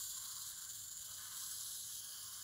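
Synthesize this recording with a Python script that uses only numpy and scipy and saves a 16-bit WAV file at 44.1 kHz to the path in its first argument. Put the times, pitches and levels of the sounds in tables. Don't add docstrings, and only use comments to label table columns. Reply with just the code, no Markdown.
import sys
import numpy as np
from scipy import signal
from scipy.fft import rfft, irfft
from scipy.io import wavfile
from scipy.ndimage import uniform_filter1d

SR = 44100
rng = np.random.default_rng(int(sys.argv[2]) if len(sys.argv) > 2 else 0)


def inscribe(sig):
    pcm = np.round(np.clip(np.atleast_2d(sig).T, -1, 1) * 32767)
    wavfile.write(sys.argv[1], SR, pcm.astype(np.int16))


def natural_amplitude(level_db):
    exponent = np.asarray(level_db, float) / 20
    return 10 ** exponent


N = 107559


def rms_one(x):
    return x / np.sqrt(np.mean(x ** 2) + 1e-20)


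def in_time(rows):
    s, *columns = np.transpose(rows)
    return [np.interp(np.arange(N) / SR, s, column) for column in columns]


def drift(rate):
    r = np.exp(-80 * np.pi * rate / SR)
    noise = rng.standard_normal(N // 40 + 2002)
    slow = signal.lfilter([1], [1, -2 * r, r * r], noise)[2000:]
    return np.interp(np.arange(N) / 40, np.arange(len(slow)), rms_one(slow))


def band(x, hz, width_hz):
    edges = [hz - width_hz / 2, hz + width_hz / 2]
    return signal.sosfilt(signal.butter(2, edges, "band", fs=SR, output="sos"), x)


def teeth():
    # time in seconds, rate in teeth per second.
    tooth_rate = [(0, 600), (.25, 608), (.45, 565), (.6, 528), (.8, 470), (.95, 508), (1.1, 533),
                  (1.27, 512), (1.38, 580), (1.5, 645), (1.68, 625), (1.8, 590), (1.96, 595), (2.04, 530),
                  (2.15, 525), (2.25, 485), (2.44, 500)]
    # time in seconds, slack from 0 to 1.
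    looseness = [(0, 0.23), (.3, 0.94), (.5, 0.23), (.7, 0.82), (.95, 1.0), (1.15, 0.34), (1.5, 0.04),
                 (1.9, 0.02), (2.44, 0.26)]
    speed_waver = 0.035
    jitter, tooth_spread_db = 0.07, 2.5
    odd_tooth_db, teeth_per_turn = 4, 21
    wobble_db, rattle_ms = 2, 0.52
    grind, tick_share = 0.78, 0.83
    rate, = in_time(tooth_rate)
    slack = np.clip(in_time(looseness)[0], 0, 2)
    turn = np.cumsum(rate * (1 + speed_waver * drift(18))) / SR
    tooth = np.arange(1600)
    time_luck, size_luck, sign_luck = rng.standard_normal((3, len(tooth)))
    at = np.interp(tooth + jitter * time_luck, turn, np.arange(N)).astype(int)
    size_db = tooth_spread_db * (0.5 + slack[at]) * size_luck
    size_db = size_db + odd_tooth_db * slack[at] * (tooth % 2 - 3.0)
    size = natural_amplitude(size_db) * (tooth < turn[-1])
    r = np.exp(-1000 / rattle_ms / SR)
    bursts = rms_one(signal.lfilter([1], [1, -r], np.bincount(at, size, N)))
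    clicks = rms_one(np.bincount(at, size * np.sign(sign_luck), N))
    wheel = np.sin(2 * np.pi * turn / teeth_per_turn + 1.33 * drift(5.6))
    flutter = natural_amplitude(wobble_db * slack * (wheel + 0.34 * drift(40)) + 0.5 * drift(11))
    return (bursts + grind) * flutter, tick_share * clicks * flutter


def hollows(mesh, ticks):
    # start in seconds, end in seconds, first pitch in Hz, last pitch in Hz, level in dB.
    slides = [
        (.12, 0.51, 4200, 4100, -9),
        (1.33, 1.62, 7800, 7600, -1.5),
        (1.8, 2.3, 7400, 6600, -11),
        (1.45, 1.9, 11400, 10000, -2.5),
        (2.02, 3, 5400, 4750, -8),
        (1.42, 1.9, 4200, 3600, -8.5),
        (1.9, 2.3, 2950, 3100, -13),
        (0.94, 1.45, 3100, 3000, -10),
    ]
    width_hz = 480
    t, out = np.arange(N) / SR, 0
    low = signal.butter(2, width_hz / 2, fs=SR, output="sos")
    for start, end, from_hz, to_hz, db in slides:
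        part = np.clip((t - start) / (end - start), 0, 1)
        phase = 2 * np.pi * np.cumsum(from_hz + part * (to_hz - from_hz)) / SR
        a, b = signal.sosfilt(low, mesh * rng.standard_normal((2, N)) + ticks)
        swell = np.sqrt(np.sin(np.pi * part).clip(0))
        carried = np.sqrt(2) * (a * np.cos(phase) + b * np.sin(phase))
        out = out + natural_amplitude(db) * swell * carried
    return out


def gearbox(mesh, ticks):
    # time in seconds, level in dB.
    gear_level = [(0.0, -45), (0.22, -47.5), (0.5, -48), (0.54, -51), (0.65, -47.5), (0.66, -53),
                  (0.69, -48.5), (0.9, -50.5), (0.93, -49.5), (1.32, -50), (1.39, -46), (1.81, -47),
                  (1.82, -48.5), (2.0, -47.5), (2.01, -50), (2.33, -49.5), (2.44, -50.5)]
    # time in seconds, strain from 0 to 1, lean from 0 to 1.
    posture = [(0, 0.03, 0), (.13, .15, 0.2), (.3, 0.22, .5), (.5, 0.47, 0), (.56, 0.2, 0.25),
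               (.95, 0, 0.24), (1.1, 0.5, 0.2), (1.3, 0.57, 0.2), (1.42, .95, 0.26), (1.55, 0.8, 0.4),
               (1.8, 0.86, 0), (1.99, 1, 0.5), (2.02, 0.84, 1.0), (2.25, 0.62, .9), (2.44, 0.53, 0.4)]
    # frequency in Hz, width in Hz, level at rest in dB,
    # gain by strain in dB, gain by lean in dB.
    shell_modes = [(3226, 478, -11.5, 4, 4), (3970, 650, -8, 5, -10), (4584, 790, -9, 2, 3.5),
                   (5400, 1000, -16.5, 9, 0), (6434, 740, -9.5, 7.5, -1.5), (7090, 625, 2, -7, -1.5),
                   (7760, 610, -8.5, 7.5, -9.5), (8500, 380, -8, -2, 2), (9700, 1600, -13, 0.5, -7.5),
                   (10220, 840, -9, 4.5, 2), (11160, 700, -13, 9.5, 1.5), (11900, 2000, -14, 5, -6.5),
                   (14160, 1200, -8, -12, -8), (14900, 1500, -13.5, 4.5, 3.5)]
    # frequency in Hz, width in Hz, level at rest in dB,
    # gain by strain in dB.
    plate_modes = [(3475, 250, -14.5, 4), (6350, 84, -18.5, 4), (6625, 33, -4.5, 2.5), (7290, 53, 3.5, -3),
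                   (10200, 54, -8.5, -1), (10760, 33, -9, 8), (10600, 35, -11, 17), (11370, 26, -12, 9)]
    own_db, shell_edge_hz = 0.76, 2736
    strain, lean = in_time(posture)
    out = hollows(mesh, ticks)
    for hz, width, db, strain_db, lean_db in shell_modes:
        gain = natural_amplitude(db + strain * strain_db + lean * lean_db + own_db * drift(8.6))
        out = out + gain * band(mesh * rng.standard_normal(N) + ticks, hz, width)
    for hz, width, db, strain_db in plate_modes:
        gain = natural_amplitude(db + strain * strain_db + 2.04 * drift(7.1))
        out = out + gain * band(mesh * rng.standard_normal(N), hz, width)
    out = signal.sosfilt(signal.butter(4, shell_edge_hz, "high", fs=SR, output="sos"), out)
    running_rms = np.sqrt(uniform_filter1d(out ** 2, size=4000))
    return natural_amplitude(in_time(gear_level)[0]) * out / running_rms


def belly(mesh, ticks):
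    # time in seconds, level in dB.
    belly_level = [(0.0, -64.5), (0.08, -68.5), (0.21, -62.5), (0.55, -67), (0.6, -63), (0.77, -69.5),
                   (1.07, -68.5), (1.09, -61.5), (1.16, -71), (1.18, -60), (1.23, -60.5), (1.83, -71.5),
                   (1.92, -67.5), (1.93, -72.5), (2.24, -65), (2.44, -65.5)]
    # time in seconds, shift from -1 (aft) to 1 (fore).
    weight_shift = [(0, -.3), (.15, -0.54), (.43, -1.2), (.52, 0.79), (.63, 0.18), (.7, 0.28), (.8, 0.57),
                    (1.02, 0.67), (1.1, -0.49), (1.2, 0.31), (1.35, -0.19), (1.5, 0.0069), (1.8, 0.17),
                    (2.1, 0.42), (2.33, -0.88), (2.44, 0.62)]
    # frequency in Hz, width in Hz, level in dB, gain by shift in dB.
    hull_modes = [(916, 128, -11.5, -2), (1075.4, 78, 1, -4.5), (1300, 403, -2.5, -2.5),
                  (1414, 95, -6.5, 5), (1535, 95, 1.5, 3), (1670, 120, -2, 7), (1930, 540, -11.5, 1)]
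    hull_tick = 0.23
    shift, = in_time(weight_shift)
    push = hull_tick * rms_one(abs(ticks))
    out = 0
    for hz, width, db, shift_db in hull_modes:
        gain = natural_amplitude(db + shift * shift_db + 1.4 * drift(7.7))
        out = out + gain * band((mesh + 1.8) * rng.standard_normal(N) + push, hz, width)
    return natural_amplitude(in_time(belly_level)[0]) * rms_one(out)


def feet():
    # start in seconds, length in seconds, level in dB.
    scuffs = [
        (.16, 0.092, -83),
        (1.05, .2, -78.5),
        (1.5, 0.11, -84),
        (1.654, 0.055, -83),
        (2.058, .07, -76),
    ]
    t, scuffing = np.arange(N) / SR, 0
    for start, length, db in scuffs:
        scuffing = scuffing + natural_amplitude(db) * np.sin(np.pi * np.clip((t - start) / length, 0, 1))
    return scuffing * rms_one(band(rng.standard_normal(N), 630, 220))


def desk(x, count=7):
    t60_s, level_db = 0.063, -10.5
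    t, place, wet = np.arange(4000) / SR, np.linspace(0, count - 1, N), 0
    for k in range(count):
        tail = rng.standard_normal(len(t)) * natural_amplitude(-60 * t / t60_s) * (t > 0.001)
        here = np.cos(np.pi / 2 * np.clip(place - k, -1, 1))
        wet = wet + signal.fftconvolve(x * here, tail / np.sqrt(np.sum(tail ** 2)))[:N]
    return (x + natural_amplitude(level_db) * wet) / np.sqrt(1 + natural_amplitude(2 * level_db))


def thin_band(x):
    notch_hz, width_hz = 2543, 350
    return x - 0.38 * signal.lfilter(*signal.iirpeak(notch_hz, notch_hz / width_hz, fs=SR), x)


def room():
    # frequency in Hz, level in dB per Hz.
    rumble_spectrum = [(12, -39), (20, -27), (39, -2.5), (118, -3), (249, -12.5), (278, -16), (498, -17.5),
                       (746, -15.5), (950, -30.5), (1240, -50), (2090, -120)]
    # frequency in Hz, level in dB.
    hum_tones = [(49.5, -86.5), (100.5, -76), (121, -84.5)]
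    rumble_db, hiss_db = -71 - 2.0, -90
    hz, (at, db) = np.fft.rfftfreq(N, 1 / SR), np.transpose(rumble_spectrum)
    shape = natural_amplitude(np.interp(np.log(hz + 1), np.log(at), db, right=-90))
    rumble = natural_amplitude(rumble_db) * rms_one(irfft(shape * rfft(rng.standard_normal(N)), N))
    t, hum = np.arange(N) / SR, 0
    for tone_hz, tone_db in hum_tones:
        hum = hum + natural_amplitude(tone_db + 3.7 * drift(5.7)) * np.sin(2 * np.pi * tone_hz * t)
    return rumble + hum + natural_amplitude(hiss_db) * rng.standard_normal(N)


def scene():
    mesh, ticks = teeth()
    toy = desk(gearbox(mesh, ticks) + belly(mesh, ticks) + feet())
    return (thin_band(toy) + room())[None]


def roll_off(x):
    return signal.sosfilt(signal.butter(12, 16730, fs=SR, output="sos"), x)


def record(dry):
    cutoff_hz, slope_hz = 15745, 60
    keep = np.clip((cutoff_hz - np.fft.rfftfreq(N, 1 / SR)) / slope_hz + 0.5, 0, 1)
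    return roll_off(irfft(rfft(dry) * keep, N))


dry = scene()
out = record(dry)
inscribe(out)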